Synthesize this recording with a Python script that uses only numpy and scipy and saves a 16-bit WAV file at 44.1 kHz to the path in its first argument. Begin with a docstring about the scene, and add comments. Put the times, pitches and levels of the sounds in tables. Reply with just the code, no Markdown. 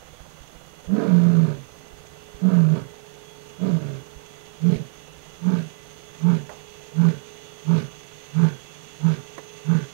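"""A lion calls at night: three long roars, then eight short grunts. Its heavy vocal folds give a deep, nearly
pure tone; a rasp of half-pitch overtones and turbulent puffs resonates in the long throat and open mouth,
and air rushes late in each call. Near the microphone a small motor hums, whines, whirrs and ticks, built
from steady tones and shaped noise, with a few decaying bass bumps and two noise clicks. All this is on the
right, with a thin high tone; the left carries only faint electronic hiss and whistle."""
import sys
import numpy as np
from scipy import signal
from scipy.fft import rfft, irfft, next_fast_len
from scipy.io import wavfile
from scipy.ndimage import map_coordinates

SR = 44100
rng = np.random.default_rng(int(sys.argv[2]) if len(sys.argv) > 2 else 0)


def generate_wav(sig):
    """Save sig (samples, or channels by samples) to the path in sys.argv[1] as 16-bit PCM at SR."""
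    pcm = np.round(np.clip(np.atleast_2d(sig).T, -1, 1) * 32767).astype(np.int16)
    wavfile.write(sys.argv[1], SR, pcm)


N = 437913

# All source levels are relative: scene() doubles their sum.
REST_HZ = 165  # pitch at which the tract resonances keep their listed frequencies


def amp(db):
    """Decibels to amplitude ratio."""
    return 10 ** (np.asarray(db) / 20)


def unit(x):
    """Normalisation to unit rms."""
    return x / np.sqrt(np.mean(x ** 2) + 1e-20)


def clock():
    """Time in seconds at every sample."""
    return np.arange(N) / SR


def wobble(rate):
    """Band-limited randomness: a smooth curve through rate random knots a second."""
    knots = rng.standard_normal(8192)
    return map_coordinates(knots, [clock() * rate], mode="wrap")


def filtered(x, response):
    """Linear filtering: the spectrum of x times a complex response of frequency."""
    m = next_fast_len(N + SR // 2)
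    return irfft(rfft(x, m) * response(np.fft.rfftfreq(m, 1 / SR)), m)[..., :N]


def coloured(x, points):
    """Spectral shaping by (f/Hz, level/dB) points on a log frequency axis, at unit rms."""
    f, db = np.transpose(points)
    return unit(filtered(x, lambda hz: amp(np.interp(np.log(hz + 1), np.log(f), db))))


def resonances(modes, f):
    """Modal superposition of (f/Hz, width/Hz, level/dB) resonances of alternating sign."""
    total = 0
    for k, (centre, width, db) in enumerate(modes):
        damping = 1j * f * width
        total = total + (-1) ** k * amp(db) * damping / (centre * centre - f * f + damping)
    return total


def cavity(x, modes, low_hz, high_hz, order=1):
    """Cavity resonance between two steep band edges, at unit rms; order 2 deepens the valleys."""
    def response(f):
        low_edge = 1 - 1 / (1 + (f / low_hz) ** 6)
        high_edge = 1 + (f / high_hz) ** 6
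        return resonances(modes, f) ** order * low_edge / high_edge
    return unit(filtered(x, response))


def tones(lines, drift, waver_db=0):
    """Additive synthesis of (f/Hz, rms level/dB) lines that wander by drift radians and by waver_db."""
    t, knots = clock(), np.arange(100) / 10

    def wander():
        return np.interp(t, knots, rng.standard_normal(len(knots)))

    total = 0
    for hz, db in lines:
        level = np.sqrt(2) * amp(db + waver_db * wander())
        total = total + level * np.sin(2 * np.pi * hz * t + drift * wander())
    return total


def motor():
    """Rotating machinery radiates tones, a hum that swells with its load, and whirr resonant in a casing."""
    # level of the low hum: t/s, level/dB
    hum_swell = [(0, -90), (0.8, -63.5), (2.4, -54.5), (3.5, -52.5), (5.3, -58), (7.3, -51), (8.6, -60),
                 (9.55, -50), (9.93, -56.5)]
    # lines of the hum, relative to its level: f/Hz, level/dB
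    hum_lines = [(419.7, 0), (448, -11), (474, -13), (893, -13)]
    # gear whine, before its slow growth: f/Hz, level/dB
    whine_lines = [(1168, -72), (1981, -85), (2008, -69.5), (2229, -81.5), (2627, -72), (2670, -68.5),
                   (2842, -78.5), (2896, -66), (3338, -66), (3531, -72), (4005, -79), (4452, -76)]
    # motor tones that the casing lifts, before the same growth: f/Hz, level/dB
    shrill_lines = [(6207, -68), (6255, -76), (6428, -73.5), (6481, -73)]
    # spectrum of the whirr: f/Hz, relative level/dB per Hz
    whirr_spectrum = [(1060, -16.5), (1800, -8.5), (2600, -5), (3070, -4.5), (3460, -3), (3760, -9.5),
                      (5200, -15.5), (6760, -5.5), (11400, -120)]
    # casing resonances that the motor shakes: f/Hz, width/Hz, relative level/dB
    casing_modes = [(6380, 750, 0), (9580, 650, -14)]
    # two low tones that beat: f/Hz, level/dB
    drone_lines = [(147, -62), (163.5, -66.5)]
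    hum = amp(np.interp(clock(), *np.transpose(hum_swell)))
    growth = amp(-4 + 0.69 * clock())  # dB, dB per s
    whirr = amp(-57) * coloured(rng.standard_normal(N), whirr_spectrum)
    whirr += amp(-66.0) * cavity(rng.standard_normal(N), casing_modes, low_hz=4100, high_hz=12100)
    gears = tones(whine_lines, drift=0.65, waver_db=3.5) + tones(shrill_lines, drift=1.0, waver_db=3.0)
    flicker = amp(1.5 * wobble(60))
    sound = hum * tones(hum_lines, drift=0.29)
    sound += growth * (gears + whirr * flicker)
    return sound + tones(drone_lines, drift=1.0)


def ticking():
    """Periodic amplitude modulation: the mechanism ticks softly and fast, most clearly at the start."""
    steady_db, extra_db, fade_s = -57, 4, 2  # the extra level at the start fades
    tick_hz, first_s = 16.8, 0.024
    t = clock()
    beats = ((1 + np.cos(2 * np.pi * tick_hz * (t - first_s))) / 2) ** 2
    spectrum = [(150, -44.5), (500, 10.5), (900, 1), (1500, -1.5), (2500, -38), (8000, -42)]
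    rustle = coloured(rng.standard_normal(N), spectrum)
    return amp(steady_db + extra_db * np.exp(-(t / fade_s) ** 2)) * beats * rustle


def night():
    """Stationary coloured noise for still air, with a faint uneven rumble."""
    # spectrum of the still air: f/Hz, relative level/dB per Hz
    air_spectrum = [(20, -7.5), (40, -3), (75, -3), (120, 3), (155, 10), (200, 1.5), (500, 0), (800, -2.5),
                    (1500, -6), (2500, -14.5), (8000, -19.5), (12000, -24.5), (15000, -56)]
    rumble_spectrum = [(12, -17.5), (35, -14.5), (70, -9.5), (140, -22.5), (400, -68.5)]
    rumble = coloured(rng.standard_normal(N), rumble_spectrum)
    rumble_db = -60 - 0.7 * clock() + 3 * wobble(4.6)  # sinks by 0.7 dB per s
    return amp(-53.5) * coloured(rng.standard_normal(N), air_spectrum) + amp(rumble_db) * rumble


def knocks():
    """Impulse response: bumps push the microphone as decaying bass; clicks are a bright snap and a rattle."""
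    # bumps, before a common lift: t/s, level/dB
    bump_times = [(0.204, -42), (0.406, -43), (0.558, -48), (0.872, -38), (1.93, -44.5), (2.0, -50),
                  (2.345, -41.5), (4.16, -41), (4.755, -38)]
    # clicks, before a common lift: t/s, rattle level/dB, rattle 60 dB decay time/s, snap level/dB
    click_times = [(6.493, -36.5, 0.29, -37.5), (9.38, -27.5, 0.062, -37)]
    # resonances of the duller rattle: f/Hz, width/Hz, level/dB
    rattle_modes = [(570.1, 500, 2), (1010, 640, -2.5)]
    # resonances of the snap: f/Hz, width/Hz, level/dB
    snap_modes = [(1130, 730, 0.5), (1860, 520, 1.5), (5500, 5000, -27.5)]
    bump_hz, bump_t60, bump_rise_s, snap_t60 = 54.3, 0.094, 0.0017, 0.064
    bump_lift_db, click_lift_db = 7, 10.5
    bumps, rattles, snaps = np.zeros((3, N))
    t = np.arange(SR // 4) / SR
    push = np.sin(2 * np.pi * bump_hz * t) * (1 - np.exp(-t / bump_rise_s))
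    for s, db in bump_times:
        bumps[round(s * SR):][:len(t)] += amp(db + bump_lift_db - 60 * t / bump_t60) * push
    for s, db, t60, snap_db in click_times:
        first = round(s * SR)
        rattles[first:][:len(t)] += amp(db - 60 * t / t60) * rng.standard_normal(len(t))
        snaps[first:][:len(t)] += amp(snap_db - 60 * t / snap_t60) * rng.standard_normal(len(t))
    clicks = filtered(rattles, lambda f: resonances(rattle_modes, f))
    clicks += filtered(snaps, lambda f: resonances(snap_modes, f))
    return bumps + amp(click_lift_db) * clicks


def tract(x, modes, scale, low_hz, high_hz):
    """Scaling of resonance with length: a cavity rings on a clock that runs faster by scale."""
    ticks, own = np.arange(N), np.cumsum(scale)
    ringing = cavity(np.interp(ticks, own, x), modes, low_hz, high_hz, order=2)
    return unit(np.interp(own, ticks, ringing))


def overtones(cycles, blur, count=7):
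    """Period doubling: lines at 1.5, 2, 2.5 .. times the pitch, each slipping in phase by blur radians."""
    t, knots = clock(), np.arange(900) / 90
    total = 0
    for k in range(3, 3 + count):
        start = rng.uniform(0, 2 * np.pi)
        slip = np.interp(t, knots, rng.standard_normal(len(knots)))
        total = total + np.cos(np.pi * k * cycles + start + blur * slip)
    return unit(total)


def lion(controls, throat, mouth, glide, blur, jitter, flap, rasp_noise_db):
    """Source and filter: vocal folds swing at the pitch; the harder they rasp, the less regular they are."""
    # spectrum of the rushing air: f/Hz, relative level/dB per Hz
    air_spectrum = [(700, -42.5), (1800, 3.5), (2300, 7.5), (3000, 2.5), (4300, 1.5), (5500, -6),
                    (8000, -14.5), (12000, -19.5), (16000, -44.5)]
    # the resonance that stands out as the jaw closes: f/Hz, width/Hz, relative level/dB
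    narrow_modes = [(1540, 210, 0)]
    pitch, tone, rasp, opening, air, narrowing = controls
    rough = np.clip(1.25 * rasp / (tone + 1e-6), .15, 1)  # irregularity of the folds
    cycles = np.cumsum(pitch * (1 + jitter * rough * wobble(130))) / SR
    # loose tissue flaps about once in three cycles and chops the airflow
    flapping = np.cos(2 * np.pi * cycles / 3 + 0.61 * wobble(16))
    shimmer = 1.22 * rough * (wobble(70) + flapping / 2)
    swing = np.sqrt(2) * np.sin(2 * np.pi * cycles) * (1 + shimmer) / np.sqrt(1 + rough ** 2 / 2)
    # each closure of the folds is a pulse, with a puff of turbulence
    closures = unit(np.diff(np.floor(cycles + 0.068 * wobble(220)), prepend=0))
    gusts = (1 + 0.27 * np.cos(2 * np.pi * cycles)) * (1 + flap * flapping)
    puffs = unit(rng.standard_normal(N) * gusts)
    growl = overtones(cycles, blur) + amp(rasp_noise_db) * puffs
    breath = closures / 2 + puffs
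    # the larynx sinks as the pitch falls: the throat lengthens and its resonances drop
    scale = (pitch / REST_HZ) ** glide
    voice = tone * swing
    voice += rasp * tract(growl, throat, scale, low_hz=138, high_hz=900)
    voice += opening * tract(breath, mouth, scale, low_hz=695, high_hz=2900)
    voice += narrowing * cavity(breath, narrow_modes, low_hz=1100, high_hz=2100)
    voice += air * coloured(puffs, air_spectrum)
    # a mouth radiates the deepest bass poorly
    return filtered(voice, lambda f: 1 - 1 / (1 + (f / 90) ** 6))


def current(calls):
    """Sequencing: seconds since the start of the call at hand, then its other columns, at every sample."""
    calls = np.array(calls)
    row = np.searchsorted(calls[1:, 0] - .1, clock())  # a call takes over 0.1 s before its start
    start, *columns = calls[row].T
    return clock() - start, *columns


def envelope(t, attack_s, hold_s, release_db_per_s):
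    """Exponential decay: a rounded attack, a hold until hold_s and an even fall in dB."""
    onset_db = 16.5  # depth under the peak at the start of a call
    attack = onset_db * np.maximum(1 - t / attack_s, 0) ** 2
    return amp(-attack - release_db_per_s * np.maximum(t - hold_s, 0))


def roar_controls():
    """Vocal effort: the higher the pitch is pushed, the louder rasp, mouth and air; gives pitch and gains."""
    # the breath behind each roar: start t/s, length/s, attack/s (before each layer's factor), sag/dB per s,
    # last push/dB, then rasp, mouth and air level/dB (before breath and effort)
    breaths = [(0.88, 0.65, 0.14, 2, 1.5, -34.5, -47.5, -54.5),
               (2.4, 0.41, 0.11, 7.5, 5, -35.5, -46.5, -55.5),
               (3.59, 0.37, 0.07, 8, 0.5, -36.5, -51, -54.5)]
    # one curve for each roar: t/s, pitch f/Hz, deep tone level/dB
    curves = [
        [(0.87, 168, -53), (0.905, 181.5, -25.5), (0.94, 203, -18), (0.97, 225.3, -27), (1.03, 219.9, -25.5),
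         (1.08, 192, -21.5), (1.14, 175.6, -19), (1.21, 173.8, -20.5), (1.4, 165.4, -20.5),
         (1.58, 139.2, -36.5), (1.67, 123.7, -53.5)],
        [(2.39, 165.9, -63.5), (2.43, 182, -25.5), (2.46, 185.2, -17.5), (2.52, 186.9, -21.5),
         (2.57, 172.8, -17.5), (2.66, 155.5, -20), (2.775, 157.8, -23), (2.79, 150.8, -41), (2.85, 130, -41),
         (2.9, 123.2, -57)],
        [(3.58, 171.8, -50), (3.62, 182.2, -26), (3.69, 193.4, -25.5), (3.73, 169.5, -22.5), (3.77, 157, -25),
         (3.82, 148.5, -34.5), (3.95, 134, -31), (4.04, 126, -50)],
    ]
    # rasp, mouth, air: attack over the roar's attack, dB per octave of pitch, release in dB per s
    responses = (0.901, 16.9, 160), (1.5, 18.4, 200), (1.56, 10, 150)
    push_half_s = 0.036  # half the length of the last push of breath
    now = clock()
    s, hz, db = np.transpose(np.concatenate(curves))
    pitch = np.interp(now, s, hz)
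    sounding = 0
    for curve in curves:
        inside_s = np.minimum(now - curve[0][0], curve[-1][0] - now)
        sounding = sounding + np.clip(inside_s / .015, 0, 1)
    tone = sounding * amp(np.interp(now, s, db))
    effort = np.log2(pitch / REST_HZ)
    t, length, attack_s, sag, push_db, *levels = current(breaths)
    breath_db = push_db * np.exp(-((t - length + push_half_s) / push_half_s) ** 2) - sag * t
    layers = []
    for level, (lag, per_octave, release) in zip(levels, responses):
        gain = amp(level + breath_db + per_octave * effort)
        layers.append(gain * envelope(t, lag * attack_s, length, release))
    narrowing = amp(-61.5) * envelope(t, 0.49, length, 164)
    return pitch, tone, *layers, narrowing


def roars():
    """Tract resonance of the long calls: throat and open mouth filter a strained voice."""
    # levels count twice, since the tract squares its response; frequencies are those at REST_HZ
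    # long throat: f/Hz, width/Hz, relative level/dB
    throat = [(239, 90, 1), (425, 70, 3), (621, 158, -2)]
    # open mouth: f/Hz, width/Hz, relative level/dB
    mouth = [(929, 83, 5.5), (1190, 137, 6.5), (1442, 490, 2), (2080, 290, -4)]
    return lion(roar_controls(), throat, mouth,
                glide=0.14, blur=1.0, jitter=0.0633, flap=0.39, rasp_noise_db=11.5)


def grunt_controls():
    """Pitch arch: the tone leads and catches briefly; rasp, open mouth and air follow; the jaw closes."""
    # start t/s, length/s, top pitch f/Hz, then tone, rasp, mouth, air and narrowed mouth level/dB,
    # moment of the catch after the start t/s, its depth/dB
    calls = [ (4.616, 0.24, 177.6, -19.5, -33.5, -50, -48, -69, 0.095, 18),
             (5.425, 0.275, 190.6, -21.5, -35, -44, -50, -55, 0.085, 3),
             (6.217, 0.25, 178.3, -19, -35.5, -42, -50.5, -57, 0.1033, 8),
             (6.961, 0.24, 176.5, -19, -35.5, -42.5, -50, -51, 0.067, 9),
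             (7.665, 0.22, 171, -19.5, -33.5, -42, -46, -54, 0.1124, 4.5),
             (8.349, 0.222, 172.1, -18.5, -36.5, -41, -49.5, -50.5, 0.0673, 8),
             (9.012, 0.22, 168.2, -20.5, -38.5, -43, -49.5, -54.5, 0.068, 4),
             (9.663, 0.21, 171.4, -19.5, -38, -44, -52, -49, 0.079, 15.5), ]
    # tone, rasp, mouth, air, narrowed mouth: attack end and hold end over the length, release in dB per s
    shapes = (0.2274, 0.45, 296.5), (0.4, 0.56, 190), (0.33, 0.41, 190), (0.71, 0.6, 270), (0.6, 0.69, 190)
    catch_half_s = 0.008  # half the time for which the folds lose their swing
    tail_db, tail_hold, tail_release = -16, 0.85, 417  # a weak tone lingers: dB, share of length, dB per s
    t, length, top_hz, *levels, catch_s, catch_db = current(calls)
    # top at 0.27 of the length; start and end pitch over the top pitch
    pitch = top_hz * np.interp(t / length, [0, 0.27, 1], [0.88, 1, 0.75])
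    layers = []
    for level, (attack, hold, release) in zip(levels, shapes):
        layers.append(amp(level) * envelope(t, attack * length, hold * length, release))
    tone, *noisy = layers
    catch = amp(-catch_db * np.exp(-((t - catch_s) / catch_half_s) ** 2))
    tail = amp(levels[0] + tail_db) * envelope(t, length / 2, tail_hold * length, tail_release)
    return pitch, np.maximum(tone * catch, tail), *noisy


def grunts():
    """Tract resonance of the short calls: throat and open mouth filter a brief voice."""
    # levels count twice, since the tract squares its response; frequencies are those at REST_HZ
    # long throat: f/Hz, width/Hz, relative level/dB
    throat = [(225.6, 64, 1), (425, 71, 2), (636, 180, -5.5)]
    # open mouth: f/Hz, width/Hz, relative level/dB
    mouth = [(882, 118, 3.5), (1238, 220, 2), (1462, 313, -1), (2240, 220, -7)]
    return lion(grunt_controls(), throat, mouth,
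                glide=0.085, blur=0.97, jitter=0.09, flap=0.37, rasp_noise_db=13)


def bush(x, t60, wet_db):
    """Diffuse scattering: ground and scrub return a short, dull answer."""
    t = np.arange(SR // 2) / SR
    tail = rng.standard_normal(len(t)) * amp(-60 * t / t60) * (t > .012)
    echo = signal.fftconvolve(x, tail / np.linalg.norm(tail))[:N]
    return x + amp(wet_db) * filtered(echo, lambda f: 1 / (1 + 1j * f / 2500))


def scene():
    """Superposition: the lion in the scrub and the sounds near the microphone add up on the right."""
    calls = bush(roars() + grunts(), t60=0.17, wet_db=-18)
    sound = calls + motor() + ticking() + knocks() + night()
    return np.array([np.zeros(N), 2 * sound])


def record(dry):
    """Band limitation: the left hisses and whistles, the right has a thin high tone, and both end at top_hz."""
    # electronic tones on the left: f/Hz, level/dB
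    whistle_lines = [(388, -82), (775.5, -66.5), (12435, -69.5), (14360, -85.5), (15625, -95.5)]
    top_hz = 15760
    left = amp(-60.0) * rng.standard_normal(N) + tones(whistle_lines, drift=.03)
    right = tones([(15623, -77)], drift=.2)
    return filtered(dry + np.array([left, right]), lambda hz: hz < top_hz)


dry = scene()
out = record(dry)
generate_wav(out)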